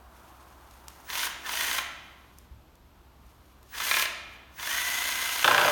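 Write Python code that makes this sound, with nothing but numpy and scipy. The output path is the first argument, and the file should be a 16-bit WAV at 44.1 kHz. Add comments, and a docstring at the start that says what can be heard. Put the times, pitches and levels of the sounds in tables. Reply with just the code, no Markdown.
"""Reciprocating saw on a car roof

A cordless saw is blipped three times in the air of a reverberant workshop, then held running.
Its crank knocks at both ends of each stroke, its gears whine and its fan hisses; at last the blade
meets a car's steel roof and hammers the shell once a stroke. A low hum, sleeves and steps lie beneath."""
import sys
import numpy as np
from scipy import signal
from scipy.fft import rfft, irfft
from scipy.io import wavfile
from scipy.ndimage import uniform_filter1d

SR = 44100
rng = np.random.default_rng(int(sys.argv[2]) if len(sys.argv) > 2 else 0)


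def log_audio(samples):
    """Write samples as a 16-bit WAV file to the path given in sys.argv[1]."""
    # one column per channel
    frames = np.atleast_2d(samples).T
    # limit to full scale, then quantise
    limited = np.clip(frames, -1, 1)
    pcm = np.round(limited * 32767).astype(np.int16)
    wavfile.write(sys.argv[1], SR, pcm)


N = 251811
T = np.arange(N) / SR

# Tone curves. Each row: frequency in Hz, relative level in dB.
ROOM_TONE_EQ = [(15, -12), (25, -32), (48, 6), (69, -6.5), (118, -5.5), (343, -10), (439, -14.5),
                (1020, -15.5), (2020, -24), (3220, -24.5), (7500, -34), (10400, -37), (12600, -28.5),
                (17000, -43)]
THUD_EQ = [(20, -26), (32, 0.5), (50, 3), (75, 9), (120, -4.5), (250, -23.5), (800, -51)]  # boots and rumble
RUSH_EQ = [(200, -13), (330, 0.5), (470, -9.5), (680, 1), (1050, 2.5), (1400, -1.5), (2100, -14),
           (5000, -24)]
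HISS_EQ = [(500, -45.5), (2000, 4.5), (4800, -1), (6600, 1), (7700, -5.5), (9500, 0), (10600, -6),
           (12500, 0.5), (15000, -5), (17000, -11.5)]  # fan and sleeves
CLICK_EQ = [(590, -29), (1000, -5), (2710, -10), (3350, -8.5), (5200, -3), (14600, -11), (17000, -11)]
GRIND_EQ = [(40, -15), (140, -18), (300, -5), (480, -11), (680, -20.5), (1500, -4), (3300, -2.5),
            (4900, -3.5), (6500, 0), (8000, -8.5), (17000, -7)]
KNOCK_EQ = [(40, -61), (140, -28), (300, -6.5), (430, -11), (580, -3), (1000, 0), (1600, 6.5), (3300, 1),
            (6000, -6.5), (8000, -30.5), (17000, -16.5)]
PANEL_EQ = [(50, -32), (85, -27), (125, -10), (220, -17), (315, -6), (400, -11), (600, 0.5), (800, 0),
            (1050, -0.5), (1500, 3.5), (1850, -8), (2850, -5.5), (3300, -6), (3800, -13.5), (4800, -15.5),
            (9000, -31.5), (14000, -58)]
# Fader ride of the distant rush. Each row: time in seconds, level in dB.
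RUSH_RIDE = [(0, -55.5), (.9, -57), (1.7, -49.5), (2.5, -69.5), (5.7, -56)]
# Sleeves brushing the body. Each row: start and end in seconds, level in dB.
SLEEVE_MOVES = [(0.112, 0.688, -64.5), (0.704, 1.09, -61.5), (1.95, 2.462, -70.5), (3.2, 3.7, -73),
                (4.278, 4.37, -66)]
# Handling clicks. Each row: time in seconds, relative level in dB, low cut in Hz.
CLICK_CUES = [(.711, -37, 1500), (0.8828, -23, 700), (.962, -41, 4000), (2.386, -30.5, 5030),
              (2.755, -44, 2500), (3.63, -39.5, 3000)]
# Soft steps and shifts of weight. Each row: time in seconds, relative level in dB.
STEP_CUES = [(2.358, -52), (2.51, -40.5), (2.8, -50), (2.96, -49), (3.205, -52), (3.365, -51)]
# Trigger pulls. Each row: press and release in seconds, top strokes per second, spin-up time
# in seconds, starting crank position in turns, saw trim in dB, whine trim in dB.
TRIGGER_PULLS = [(1.082, 1.26, 27.57, 0.037, 0.87, 3.3, -5), (1.442, 1.785, 28.78, 0.042, 0.37, 1.8, 0),
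                 (3.727, 4.03, 36.88, 0.064, 0.38, -1.2, -1), (4.575, 6, 29.46, 0.051, 0.37, 0.7, 4)]
# The saw's housing. Each row: resonance in Hz, width in Hz, relative level in dB.
HOUSING_MODES = [(694, 45, -2), (969, 124, 3.5), (1306, 127, 1), (1450, 88, 5.5), (2090, 170, 0.5),
                 (2236, 295, -4.5), (2917, 130, -0.5), (3170, 27, 5.5), (3440, 59, 5), (4240, 160, -28),
                 (5920, 120, -11)]
# Gear tones. Each row: multiple of the stroke rate, relative level in dB.
GEAR_ORDERS = [(24, -51.5), (53, -47), (68, -38), (222, -45)]
# Lone blade-holder clacks as the speed changes. Each row: time in seconds, relative level in dB.
CLACK_CUES = [(1.2314, -23), (1.3015, -28), (1.7872, -8), (3.8025, -10.5), (3.868, -11.5), (4.056, -2.5)]
# Ring of the free blade and of the car shell. Each row: frequency in Hz, relative level in dB.
BLADE_MODES = [(900, -5), (1040, -5), (1340, -4.5), (1660, 3), (2170, -5), (2280, 2), (2400, 0), (2620, -7)]
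SHELL_MODES = [(118.4, -50.5), (317.6, -37), (473.7, -46), (592.2, -26), (699.8, -31), (793, -31),
               (850.6, -32), (1001, -35), (1114, -37), (1288, -37), (1319, -35), (1448, -44), (1522, -29)]
# Tails of the panels and of the hall. Each row: frequency in Hz, seconds to fall 60 dB.
PANEL_DECAY = [(150, 0.43), (700, 0.35), (1500, 0.033), (4000, 0.07), (12000, .03)]
HALL_DECAY = [(150, 0.82), (600, 1.28), (2200, 0.99), (4000, 1.03), (7000, 0.59), (10000, 0.5),
              (16000, 0.2)]


def undb(db):
    """Decibels to gain."""
    return 10 ** (np.asarray(db) / 20)


def noise(size=N):
    """White noise."""
    return rng.standard_normal(size)


def drift(rate):
    """Random modulation with a spread near 1 and `rate` new values a second."""
    knots = noise(4096)
    return 0.93 * np.interp(T * rate, np.arange(len(knots)), knots)


def swell(s, width_s):
    """A smooth rise and fall around a moment."""
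    return np.exp(-((T - s) / width_s) ** 2)


def on_log(hz, rows):
    """Read (Hz, value) rows on a log-frequency axis."""
    f, value = np.transpose(rows)
    return np.interp(np.log(hz + 1), np.log(f), value)


def through(x, response):
    """Convolve with an impulse response."""
    return signal.fftconvolve(x, response)[:N]


def colour(x, rows, size=4096):
    """Minimum-phase EQ of unit energy that follows a tone curve."""
    cepstrum = irfft(np.log(undb(on_log(np.fft.rfftfreq(size, 1 / SR), rows))))
    cepstrum[1:size // 2] *= 2
    cepstrum[size // 2 + 1:] = 0
    response = irfft(np.exp(rfft(cepstrum)))
    return through(x, response / np.linalg.norm(response))


def diffuse(t60_rows, size=SR, count=14):
    """A dense tail of even colour, each band with its own decay."""
    t, hz = T[:size], np.fft.rfftfreq(size, 1 / SR)
    white = rfft(noise(size))
    centres = np.geomspace(100, 17000, count)
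    tail = 0
    for centre, share in zip(centres, np.eye(count)):
        band = irfft(white * on_log(hz, np.c_[centres, share]), size)
        fade = np.exp(-np.log(1000) * t / on_log(centre, t60_rows))
        tail = tail + band * fade / np.linalg.norm(fade)
    return tail


def ringing(modes, size=SR // 2):
    """Unit-energy ring of (Hz, amplitude, decay per s) modes; neighbours swing in opposite sense."""
    t = T[:size]
    ring = sum((-1) ** k * gain * np.exp(-decay * t) * np.cos(2 * np.pi * hz * t)
               for k, (hz, gain, decay) in enumerate(modes))
    return ring / np.linalg.norm(ring)


def resonate(x, modes, t60_s):
    """Ring (Hz, dB) modes that share one decay time."""
    return through(x, ringing([(hz, undb(db), np.log(1000) / t60_s) for hz, db in modes]))


def strikes(rows, chatter, chatter_s):
    """A sharp push for each (s, dB) row, followed by a short chatter of the contact."""
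    s, db = np.transpose(rows)
    pushes = np.zeros(N)
    np.add.at(pushes, np.clip(s * SR, 0, N - 1).astype(int), undb(db))
    fade = np.exp(-T[:SR // 4] / chatter_s)
    return pushes + chatter * noise() * through(pushes, fade / np.linalg.norm(fade))


def workshop(hum_hz=65):
    """The bed: quiet air, a wavering machine hum, rumble and a distant rush that comes and goes."""
    air = undb(-59 + 0.18 * drift(7.5)) * colour(noise(), ROOM_TONE_EQ)
    hum = undb(-57 + 2 * drift(16)) * np.sin(2 * np.pi * hum_hz * T + .5 * drift(25))
    rumble = undb(-68 + 2 * drift(6.05)) * colour(noise(), THUD_EQ)
    rush_db = np.interp(T, *np.transpose(RUSH_RIDE)) + drift(11)
    rush = undb(rush_db) * colour(noise(), RUSH_EQ)
    return air + hum + rumble + rush


def worker():
    """Foley: sleeves rub unevenly, the tool clicks in the hands, boots settle on concrete."""
    moving = sum(undb(db) * uniform_filter1d(1. 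* ((T > start) & (T < end)), SR // 20)
                 for start, end, db in SLEEVE_MOVES)
    rubbing = moving * undb(3.5 * drift(20))
    grain = noise() * undb(2.1 * drift(270) + 2 * drift(48.7))
    sleeves = rubbing * colour(grain, HISS_EQ)
    clicks = undb(4.5) * sum(click(*row) for row in CLICK_CUES)
    steps = undb(22) * colour(strikes(STEP_CUES, chatter=1, chatter_s=0.043), THUD_EQ)
    return sleeves + clicks + steps


def click(s, db, low_hz):
    """A small part snaps into place; the smaller it is, the thinner it sounds."""
    snap = colour(strikes([(s, db)], chatter=0.8, chatter_s=0.0022), CLICK_EQ)
    return signal.sosfilt(signal.butter(2, low_hz, "high", fs=SR, output="sos"), snap)


def trigger(whistle_hz=15770, growl_hz=1700):
    """While the trigger travels, the speed control whistles and the motor growls into motion."""
    def after_press(delay_s, width_s):
        return sum(swell(press + delay_s, width_s) for press, *_ in TRIGGER_PULLS)

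    whistle = np.sin(2 * np.pi * whistle_hz * T + .8 * drift(150)) * after_press(.008, .03)
    growl = through(noise(), ringing([(growl_hz, 1, 1100)])) * after_press(.021, .022)
    creep = colour(noise(), GRIND_EQ) * after_press(.068, .079)
    return undb(-51) * whistle + undb(-42) * growl + undb(-47) * creep


def crank(brake_s=.075, surge_db=5.5, coast_db=-12.5, whine_fade_db_per_s=7.5):
    """The motor surges on each pull and is braked on release; speed 1 is the held run's top speed."""
    turns, rate, torque, effort_db, whine_db = np.zeros((5, N))
    for press, release, top_rate, rise_s, start_turns, trim_db, whine_trim_db in TRIGGER_PULLS:
        now = T >= press
        t = T[now]
        torque[now] = np.exp(-(np.minimum(t, release) - press) / rise_s)
        coast = np.exp(-np.maximum(t - release, 0) / brake_s)
        rate[now] = top_rate * (1 - torque[now]) * coast
        turns[now] = start_turns + np.cumsum(rate[now]) / SR
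        effort_db[now] = trim_db + surge_db * torque[now] + coast_db * (1 - coast)
        whine_db[now] = whine_trim_db - whine_fade_db_per_s * (t - press)
    return turns, rate / TRIGGER_PULLS[-1][2], torque, effort_db, whine_db


def stroke_load(turns):
    """The load on the gears swells once a stroke, and a little at each reversal of the blade."""
    stroke_db = 1.95 * np.cos(2 * np.pi * (turns - 0.83))
    reversal_db = 1.6 * np.cos(4 * np.pi * (turns - 0.037))
    return undb(stroke_db + reversal_db)


def saw():
    """Knocks and gear grind ring the housing, clacks ring the blade; whine, fan and pings sit on top."""
    turns, speed, torque, effort_db, whine_db = crank()
    load = stroke_load(turns)
    housing = ringing([(hz, undb(db) * width, np.pi * width) for hz, width, db in HOUSING_MODES])
    friction = undb(1.3 * drift(600)) * load * speed ** 1.12
    clacks = strikes(np.r_[CLACK_CUES, slams(turns, speed)], chatter=1.21, chatter_s=0.0048)
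    hits = undb(-23.5) * knocks(turns, speed, torque) + clacks
    shaking = undb(-9) * hits + undb(-42.5) * friction * noise()
    body = colour(hits, KNOCK_EQ) + through(shaking, housing)
    grind = undb(-42) * colour(friction * noise(), GRIND_EQ)
    blade = undb(-3.5) * resonate(clacks, BLADE_MODES, t60_s=0.07)
    top = gear_whine(turns, speed, load, whine_db) + fan(speed, load) + pings(turns, speed)
    return (body + grind + blade + top) * undb(effort_db)


def knocks(turns, speed, torque, out_db=11, back_db=1, pull_db=10, lead_s=.0003):
    """The play in the drive is taken up with a knock at both ends of the stroke."""
    half_turns = np.floor(2 * turns)
    at = np.flatnonzero((np.diff(half_turns) == 1) & (speed[1:] > .2))
    scatter_db, jitter_s = (noise((len(at), 2)) * [1.2, .0001]).T
    free_db = np.where(half_turns[at + 1] % 2, back_db, out_db)
    pull = np.sqrt(torque[at])  # under spare torque both ends knock alike
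    db = free_db * (1 - pull) + pull_db * pull + scatter_db + 14 * np.log10(speed[at])
    return strikes(np.c_[T[at] - lead_s + jitter_s, db], chatter=1.18, chatter_s=0.0081)


def gear_whine(turns, speed, load, whine_db):
    """The gears sing in uneven throbs, and only near the free-running speed."""
    # the crank's speed wavers once a stroke, which smears the gear tones
    angle = turns + 0.0042 * np.sin(2 * np.pi * turns) + 0.00047 * drift(70)
    tones = sum(undb(db) * np.sin(2 * np.pi * order * angle) for order, db in GEAR_ORDERS)
    throb = load ** 1.4 * undb(whine_db + 1.7 * drift(25))
    return tones * throb * np.exp(-((speed - 1) / .13) ** 2)


def fan(speed, load):
    """The fan's rough hiss rises steeply with speed."""
    hiss = colour(noise() * undb(3.06 * drift(500)), HISS_EQ)
    return undb(-36.5) * hiss * load ** 0.29 * speed ** 3.5


def pings(turns, speed, ping_turns=0.67, ping_hz=12700):
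    """Late in the stroke the thin blade pings, now faintly, now clearly."""
    at = np.flatnonzero(np.diff(np.floor(turns - ping_turns)) == 1)
    db = -31 + rng.uniform(-9, 9, len(at))
    pushes = strikes(np.c_[T[at], db], chatter=.3, chatter_s=.002)
    return resonate(pushes, [(ping_hz, 0)], t60_s=.012) * speed ** 2


def slams(turns, speed, racing_speed=1.165):
    """When the motor races, the blade holder overshoots into its stop once a stroke: (s, dB) rows."""
    at = np.flatnonzero((np.diff(np.floor(turns)) == 1) & (speed[1:] > racing_speed))
    return np.c_[T[at], -3.5 + 2.8 * noise(len(at))]


def roof_blows(contact_s=5.4443, strokes_per_s=29.67, bite_db=4.5, bite_s=0.049):
    """The blade hammers the roof once a stroke, hardest as it first bites: (s, dB) rows."""
    since = np.arange(0, T[-1] - contact_s, 1 / strokes_per_s)
    scatter_db, jitter_s = (noise((len(since), 2)) * [.1, .0004]).T
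    db = -9 + bite_db * np.exp(-(since / bite_s) ** 2) + scatter_db
    return np.c_[contact_s + since + jitter_s, db]


def roof():
    """Each blow cracks, runs through the sheet as a chirp, scatters in the panels and rings the shell."""
    blows = [strikes([row], chatter=0.39, chatter_s=0.006) for row in roof_blows()]
    hammering = sum(blows)
    crack = colour(hammering, PANEL_EQ)
    chirp = bending(crack)
    # the blade skips, so each blow lands on another spot and scatters in its own way
    scattered = sum(through(blow, diffuse(PANEL_DECAY, size=SR // 3)) for blow in blows)
    panels = colour(scattered, PANEL_EQ)
    shell = resonate(hammering, SHELL_MODES, t60_s=1)
    return undb(1) * crack + undb(11.5) * chirp + undb(13) * panels + undb(9.5) * shell


def bending(x, lag_s=.021, corner_hz=570):
    """Bending waves in thin steel: the lows travel slower, so a click becomes a falling chirp."""
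    hz = np.fft.rfftfreq(SR // 8, 1 / SR)
    delay = lag_s / (1 + (hz / corner_hz) ** 2)
    return through(x, irfft(np.exp(-2j * np.pi * np.cumsum(delay) * hz[1])))


def scene():
    """The mix: floor and car side answer the tool at once; the bare hall rings on for a second."""
    tool = trigger() + saw() + roof()
    foley = worker()
    early = through(tool, diffuse([(200, 0.05), (3000, 0.24), (14000, 0.06)]))
    hall = diffuse(HALL_DECAY) * (1 - np.exp(-T[:SR] / 0.011))
    # the air and the walls swallow the treble
    send = colour(tool + .5 * foley,
                  [(100, 4.5), (1000, -2.5), (2500, -0.5), (5000, -6), (9000, -4), (17000, -12)])
    return (tool + foley + undb(-9.5) * early + undb(-7) * through(send, hall) + workshop())[None]


def record(dry, top_hz=17250):
    """A steep high cut takes off the very top."""
    return signal.sosfilt(signal.ellip(10, .1, 70, top_hz, fs=SR, output="sos"), dry)


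dry = scene()
out = record(dry)
log_audio(out)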